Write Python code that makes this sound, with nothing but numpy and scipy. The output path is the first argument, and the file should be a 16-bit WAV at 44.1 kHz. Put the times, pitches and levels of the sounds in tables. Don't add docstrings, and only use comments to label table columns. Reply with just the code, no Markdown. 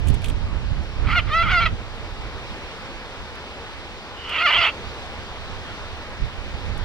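import sys
import numpy as np
from scipy import signal
from scipy.fft import rfft, irfft, next_fast_len
from scipy.io import wavfile
from scipy.ndimage import uniform_filter1d, map_coordinates

SR = 44100
rng = np.random.default_rng(int(sys.argv[2]) if len(sys.argv) > 2 else 0)


def transcribe(signal):
    frames = np.atleast_2d(signal).T
    limited = np.clip(frames, -1, 1)
    pcm = np.round(limited * 32767).astype(np.int16)
    wavfile.write(sys.argv[1], SR, pcm)


def to_linear_factor(level_db):
    exponent = np.asarray(level_db, float) / 20
    return 10 ** exponent


N = 301644

TOP, HIGH, LOW = 4 / 3, 1, 2 / 3


def unit(x):
    return x / np.sqrt(np.mean(x ** 2, axis=-1, keepdims=True) + 1e-20)


def along(points, hz, column=1):
    rows = np.transpose(points)
    return np.interp(np.log(hz + 1), np.log(rows[0] + 1), rows[int(column)])


def curves(rows):
    s, *cols = np.transpose(rows)
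    return [np.interp(np.arange(N) / SR, s, c) for c in cols]


def wobble(rate):
    return map_coordinates(rng.standard_normal(int(N * rate / SR) + 4), [np.arange(N) * rate / SR])


def filtered(x, response):
    m = 2 * next_fast_len(N // 2 + 4096)
    return irfft(rfft(x, m) * response(np.fft.rfftfreq(m, 1 / SR)), m)[..., :N]


def resonances(modes):
    def response(f):
        total = 0
        for k, (center, width, db) in enumerate(modes):
            damping = 1j * f * width
            total = total + (-1) ** k * to_linear_factor(db) * damping / (center * center - f * f + damping)
        return total
    return response


def causal(points):
    def response(f):
        cepstrum = irfft(np.log(to_linear_factor(along(points, f)) + 1e-6))
        cepstrum[1:len(f) - 1] *= 2
        cepstrum[len(f):] = 0
        return np.exp(rfft(cepstrum))
    return response


def sided(db):
    return to_linear_factor(np.array([db / 2, -db / 2]))


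def port_lead(radians):
    return np.exp(1j * radians / 2 * np.array([[1], [-1]]))


def gusts():
    # time_s, buffet_db
    slow_flow = [(0, -26), (.5, -28), (.8, -28), (.9, -33), (1.2, -29), (1.55, -27), (1.85, -36),
                 (2.2, -34.5), (2.6, -41.5), (3.6, -43), (4.4, -44), (5.0, -40.5), (5.7, -39), (6.1, -40),
                 (6.45, -35), (6.84, -30)]
    # peak_s, lift_db, half_length_s, left_right_db, bite_db
    single_gusts = [(.11, 4, .06, 0, 9), (.31, 1, .03, -4, 8), (.472, 4, .04, 6, 0), (.74, 2, .05, 0, 0),
                    (1.04, 8, .1, 2, 6), (1.36, -1, .08, 12, -3), (1.47, 5, .07, 0, -5),
                    (1.735, 8, .04, 20, 15), (3.21, 5, .06, 8, 0), (3.78, 4, .07, -5, 0),
                    (4.59, 7, .06, -5, -5), (4.87, 4, .06, -6, -4), (5.18, 5, .04, -3, 0),
                    (5.53, 3, .05, -5, -4), (6.232, 15, .06, 0, 0), (6.394, 4, .03, -6, 0),
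                    (6.55, 5, .06, 9, 0), (6.78, 1, .05, 0, 5)]
    calm_db, veer = -46, -.72
    t, added = np.arange(N) / SR, np.zeros((3, N))
    for s, lift_db, half_s, pan_db, bite_db in single_gusts:
        swell = np.interp(t, [s - abs(half_s), s, s + abs(half_s)], [0, 1, 0])
        added += np.outer([lift_db, pan_db, bite_db], swell)
    level_db = curves(slow_flow)[0] + added[0]
    return level_db, added[1] + veer * (level_db - calm_db), added[2]


def wind(strength_db, side_db, bite_db):
    # pitch_hz, level_db per Hz
    buffet = [(8.8, -37), (15, 1.5), (77, 2.5), (374, -29), (405, -25.5), (476, -48), (568, -29),
              (700, -38), (910, -72), (1540, -120)]
    flutter_db, sway_db = 1, 2
    smooth = uniform_filter1d([strength_db, side_db], size=400)
    level_db, pan_db = smooth + [flutter_db * wobble(9), sway_db * wobble(6)]
    lumps_db = np.array([1.9 * wobble(14) + 1.5 * wobble(35) for port in range(2)])
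    body = unit(filtered(rng.standard_normal((2, N)), lambda f: to_linear_factor(along(buffet, f))))
    edge_band = lambda f: f * f / (f * f + 100.0 ** 2) / (1 + (f / 220) ** 3)
    edge = unit(filtered(rng.standard_normal((2, N)), edge_band))
    eddies = unit(body * to_linear_factor(lumps_db))
    sharp = to_linear_factor(bite_db - 19) * unit(edge * to_linear_factor(1.2 * lumps_db))
    power = uniform_filter1d(uniform_filter1d(eddies ** 2, size=4000), size=4000)
    held = np.sqrt(np.abs(power) + .05)
    return to_linear_factor(level_db + 1.5) * sided(pan_db) * (eddies / held + sharp)


def water(wind_db):
    # pitch_hz, level_db per Hz
    hiss = [(59, -37), (100, -5), (214, -2), (290, -3), (477, 0.5), (697, -3.5), (843, -1), (1340, -4.5),
            (2000, -8.5), (2690, -14), (3600, -13), (4660, -15), (5510, -19), (6950, -30), (8500, -33),
            (11500, -42.5), (15500, -47.5)]
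    # pitch_hz, likeness (0-1)
    likeness = [(100, 1), (700, 0.99), (1400, 0.88), (3000, .6), (5000, 0.3), (8000, 0.61), (15000, .15)]
    # pitch_hz, left_right_db
    lean = [(100, -0.5), (700, 1.5), (1300, -1), (2400, -2.5), (4400, 4), (8000, -1), (15000, 1)]
    # pitch_hz, left_lead_radians
    lead = [(100, -0.5), (1000, 0.58), (2000, 0.93), (2400, 3), (3600, 4), (5800, 7), (8300, 12),
            (15000, 18)]
    # time_s, hiss_db
    drift = [(0, -37.3), (2.1, -38.3), (2.7, -37), (3.5, -38.3), (4.1, -39), (4.9, -37), (6.84, -37.3)]
    duck_from_db, duck_share, recover_s = -36, .24, .4
    z = signal.stft(rng.standard_normal((2, N)), nperseg=512)[2]
    patches = uniform_filter1d(rng.standard_normal(z.shape[1:]), size=8, axis=0)
    patches = uniform_filter1d(patches, size=14, axis=1)
    pair = signal.istft(z * to_linear_factor(0.93 * patches / patches.std()), nperseg=512)[1][:, :N]
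    alike = lambda f: np.clip(along(likeness, f), 0, .95)
    turn = lambda f: np.arccos(alike(f)) / 2
    summed = lambda f: np.sqrt(1 + alike(f) * np.cos(along(lead, f)))
    mid, side = filtered(pair, lambda f: to_linear_factor(along(hiss, f)) / summed(f) * [np.cos(turn(f)), np.sin(turn(f))])
    to_ports = lambda f: sided(along(lean, f)) * port_lead(along(lead, f))
    ports = filtered(np.array([mid + side, mid - side]), to_ports)
    excess_db = np.maximum(wind_db - duck_from_db, 0)
    duck_db = duck_share * uniform_filter1d(excess_db, size=int(recover_s * SR))
    level_db = curves(drift)[0] - duck_db + .2 * wobble(1.2) + 0.36 * wobble(3)
    return ports / ports.mean(axis=0).std() * to_linear_factor(level_db)


def hum():
    # pitch_hz, rms_db
    motor = [
        (75.4, -50.5),
    ]
    t, total = np.arange(N) / SR, 0
    for hz, db in motor:
        level = to_linear_factor(db + 2 + 1.1 * wobble(3.8))
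        total = total + level * np.sin(2 * np.pi * hz * t + .3 * wobble(3.04))
    return total


def creaks():
    # start_s, peak_db, knock_db, left_right_db
    slips = [(0.071, -31, -2, -3.5), (0.083, -26, -3.5, -8), (0.0994, -33, -1, -6),
             (0.1415, -32.5, -2, -2.0), (0.218, -39, 5, -5), (0.2424, -28.5, 5.5, -8), (0.257, -33, 4, -8),
             (0.283, -31.5, 1, -8), (0.2974, -33, 3, -3), (0.8329, -48, -2, -2.0), (2.804, -51, 3, 0.0),
             (3.3532, -44, 4, 1), (4.292, -38, 13, 0), (6.7759, -38, -4, -5)]
    # peak_s, level_db
    rustle = [
        (.082, -46),
        (.146, -52),
        (.25, -47),
        (.29, -43.5),
    ]
    # pitch_hz, level_db
    snap_tone = [(3000, -42), (6000, -1), (9000, 2), (11500, -6), (13500, -12), (16000, -22)]
    # pitch_hz, width_hz, level_db
    shell = [
        (2340, 380, 0),
        (3250, 590, 2),
    ]
    snap_s = .016
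    rise_db_per_s, fall_db_per_s = 600, 550
    snap, knock, t = np.zeros((2, N + SR)), np.zeros((2, N + SR)), np.arange(SR // 10) / SR
    for s, db, knock_db, pan_db in slips:
        grit = rng.standard_normal((2, len(t))) + 1.42 * rng.standard_normal(len(t))
        envelope = to_linear_factor(db - 26 * t / snap_s) * (1 - np.exp(-t / 0.00097))
        burst = sided(pan_db)[:, None] * grit * envelope
        snap[:, round(s * SR):][:, :len(t)] += to_linear_factor(-7) * burst
        knock[:, round(s * SR):][:, :len(t)] += to_linear_factor(knock_db + 3.5) * burst
    peak_s, peak_db = np.transpose(rustle)[:, :, None]
    since = np.arange(N) / SR - peak_s
    rub_db = np.max(peak_db + np.minimum(rise_db_per_s * since, -fall_db_per_s * since), axis=0)
    snap[:, :N] += to_linear_factor(rub_db + 2 + 3 * wobble(150)) * rng.standard_normal((2, N))
    bright = filtered(snap[:, :N], lambda f: to_linear_factor(along(snap_tone, f)))
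    return bright + filtered(knock[:, :N], resonances(shell))


def registers():
    # start_s, register (times tension pitch), roughness (0-1)
    breaks = [(1.03, LOW, .9), (1.075, LOW, .7), (1.105, LOW, .5), (1.14, LOW, .4), (1.161, HIGH, .05),
              (1.19, HIGH, .35), (1.25, HIGH, .8), (1.305, HIGH, .07), (1.428, LOW, .45), (1.478, LOW, .38),
              (1.5, LOW, .6), (1.518, HIGH, .2), (1.548, HIGH, .06), (1.603, LOW, .23), (1.656, HIGH, .25),
              (1.675, HIGH, .7), (4.14, HIGH, 1), (4.32, HIGH, .8), (4.38, HIGH, .38), (4.434, HIGH, .05),
              (4.456, HIGH, .13), (4.488, HIGH, .5), (4.505, HIGH, .9), (4.54, HIGH, .6), (4.58, HIGH, .3),
              (4.61, HIGH, .5), (4.635, HIGH, .9), (4.664, TOP, .4), (4.692, HIGH, .6)]
    # time_s, pitch_hz
    tension = [
        [(1.05, 645), (1.11, 615), (1.161, 715), (1.176, 715), (1.19, 665), (1.22, 560)],
        [(1.25, 560), (1.305, 582), (1.33, 622), (1.365, 665), (1.428, 682), (1.452, 645)],
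        [(1.48, 665), (1.51, 760), (1.525, 738), (1.546, 732), (1.572, 682), (1.588, 677), (1.603, 692),
         (1.632, 670), (1.654, 712)],
        [(1.675, 640), (1.705, 600)],
        [(4.32, 610), (4.42, 650), (4.44, 716), (4.456, 710), (4.469, 598), (4.505, 535), (4.592, 705),
         (4.635, 630), (4.68, 670)],
    ]
    s, ratio, rough = np.transpose(breaks)
    row = np.clip(np.searchsorted(s, np.arange(N) / SR) - 1, 0, len(s) - 1)
    hz = ratio[row] * curves(sum(tension, []))[0]
    return [uniform_filter1d(v, size=150) for v in (hz, rough[row])]


def membrane(hz, rough, cycles, on):
    hollow_db, hollow_hz = -9, 520
    soft_from_hz, soft_db_per_khz = 4200, -1.6
    order = np.arange(1, 27)[:, None]
    knots = rng.standard_normal((26, len(on) // 600 + 2))
    flex = np.array([np.interp(np.arange(len(on)) / 600, np.arange(len(k)), k) for k in knots])
    even_db = hollow_db * (order % 2 == 0) * np.clip((hollow_hz - hz[on]) / 40, 0, 1)
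    fade_db = soft_db_per_khz * np.maximum(order * hz[on] - soft_from_hz, 0) / 1000
    level = to_linear_factor(.9 * np.minimum(order - 1, 6) * flex + even_db + fade_db)
    phase = 2 * np.pi * order * cycles[on] + .12 * order * flex[::-1] + .25 * order ** 2
    snaps = np.zeros(N)
    snaps[on] = np.sum(level * np.cos(phase), axis=0) / 3
    limp = np.clip(2 * rough, 0, .7) * wobble(40) * np.cos(np.pi * cycles)
    return snaps * (1 + limp) * to_linear_factor(np.sqrt(rough) * 3 * wobble(110))


def parrot():
    # time_s, level_db
    effort = [
        [(1.02, -48), (1.1, -24.5), (1.15, -20), (1.184, -15.5), (1.202, -24), (1.216, -52)],
        [(1.252, -45), (1.346, -18), (1.42, -17), (1.452, -24.5), (1.52, -19.5), (1.578, -15.5), (1.61, -19.5),
         (1.64, -18.5), (1.65, -27.5)],
        [(1.664, -15), (1.71, -58)],
        [(4.2, -50), (4.31, -32), (4.36, -24.5), (4.448, -19.5), (4.46, -14), (4.5, -19), (4.666, -18),
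         (4.704, -30.5), (4.718, -52)],
    ]
    # pitch_hz, level_db
    narrow_tract = [(300, -50), (620, -16.5), (1000, -9), (1380, 3.5), (1700, -14), (2050, -3.5),
                    (2700, -15), (3300, -17.5), (3900, -20.5), (4600, -22), (5400, -33), (6400, -38),
                    (8000, -43), (13000, -55)]
    # pitch_hz, level_db
    wide_tract = [(300, -34), (520, -15.5), (650, -15), (1000, -6.5), (1360, -6), (1680, -13.5), (2100, -3),
                  (2750, -2.5), (3250, -3.5), (3800, -19), (4500, -19.5), (5400, -33), (7600, -39),
                  (10000, -66)]
    # time_s, opening (0-1)
    opening = [
        [(1.05, .05), (1.12, .2), (1.17, .27), (1.2, .7), (1.27, 0), (1.5, .38), (1.55, .17), (1.63, .3),
         (1.67, .47)],
        [(4.25, .6), (4.36, .75), (4.45, .38), (4.48, .3), (4.51, .83), (4.57, 1), (4.6, .74), (4.65, 1),
         (4.7, .8)],
    ]
    veil = .6
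    hz, rough = registers()
    first, second = sum(effort[:3], []), effort[3]
    silences = [(1.0, -120)], [(1.73, -120), (4.15, -120)], [(4.76, -120)]
    level_db, = curves(silences[0] + first + silences[1] + second + silences[2])
    jitter = rough * (.13 * wobble(500) + .08 * wobble(130))
    cycles = np.cumsum(hz * (1 + jitter)) / SR
    snaps = membrane(hz, rough, cycles, np.flatnonzero(level_db > -90))
    rasp = rng.standard_normal(N) * (1 + 0.79 * np.cos(2 * np.pi * cycles))
    air = veil * np.diff(rng.standard_normal(N + 1))
    source = np.sqrt(1 - .7 * rough ** 2) * snaps + .65 * rough * rasp + air
    narrow, wide = (unit(filtered(source, causal(tract))) for tract in (narrow_tract, wide_tract))
    beak = np.clip(curves(sum(opening, []))[0], 0, 1)
    voice = (1 - beak) * narrow + beak * wide
    held = np.sqrt(np.abs(uniform_filter1d(voice ** 2, size=800)) + 1e-12)
    return voice / held * to_linear_factor(uniform_filter1d(level_db, size=100))


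def cliff(x):
    # pitch_hz, t60_s
    decay = [(500, 0.24), (3000, 0.17), (10000, 0.073)]
    hz, t, z = signal.stft(rng.standard_normal((2, SR // 4)), SR, nperseg=256)
    tail = signal.istft(z * to_linear_factor(-60 * t / along(decay, hz)[:, None]), SR, nperseg=256)[1]
    return signal.fftconvolve(x[None], tail / np.linalg.norm(tail[0]), axes=1)[:, :N]


def whistle():
    # time_s, level_db, pitch_hz
    phrases = [
        [(4.14, -60, 2980), (4.172, -43, 3000), (4.234, -43, 2940), (4.3, -31.5, 3010), (4.43, -24, 2610)],
        [(4.49, -20, 2850), (4.51, -24, 2750), (4.575, -21, 3280), (4.582, -24, 2700), (4.62, -22, 2720),
         (4.655, -21, 3250), (4.665, -23, 2750), (4.69, -26, 2650), (4.715, -58, 2650)],
    ]
    gap = [(4.44, -91, 2800), (4.48, -91, 2800)]
    path = [(4.12, -120, 2900)] + phrases[0] + gap + phrases[1] + [(4.74, -120, 2800)]
    level_db, hz = curves(path)
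    breath = wobble(450) + 1j * wobble(450) + .75
    return to_linear_factor(level_db - 1.5) * np.real(breath * np.exp(2j * np.pi * np.cumsum(hz) / SR))


def scene():
    # pitch_hz, left_right_db, left_lead_radians
    shade = [(700, 0, 0), (1300, 1, -.2), (1700, -1, -.1), (2050, -4.5, .2), (2800, -3.3, .4),
             (3400, -5.5, .8), (3800, .7, .6), (5000, 0, 1.1), (8000, 0, 1.3)]
    bird, flow = parrot() + whistle(), gusts()
    ports = filtered(bird, lambda f: sided(along(shade, f)) * port_lead(along(shade, f, column=2)))
    return ports + to_linear_factor(-17) * cliff(bird) + water(flow[0]) + wind(*flow) + hum() + creaks()


def top_cut(x):
    return signal.sosfilt(signal.butter(12, 15840, fs=SR, output="sos"), x)


def record(dry):
    top_hz = 15780
    mix = filtered(dry, lambda f: f < top_hz)
    return top_cut(mix)


dry = scene()
out = record(dry)
transcribe(out)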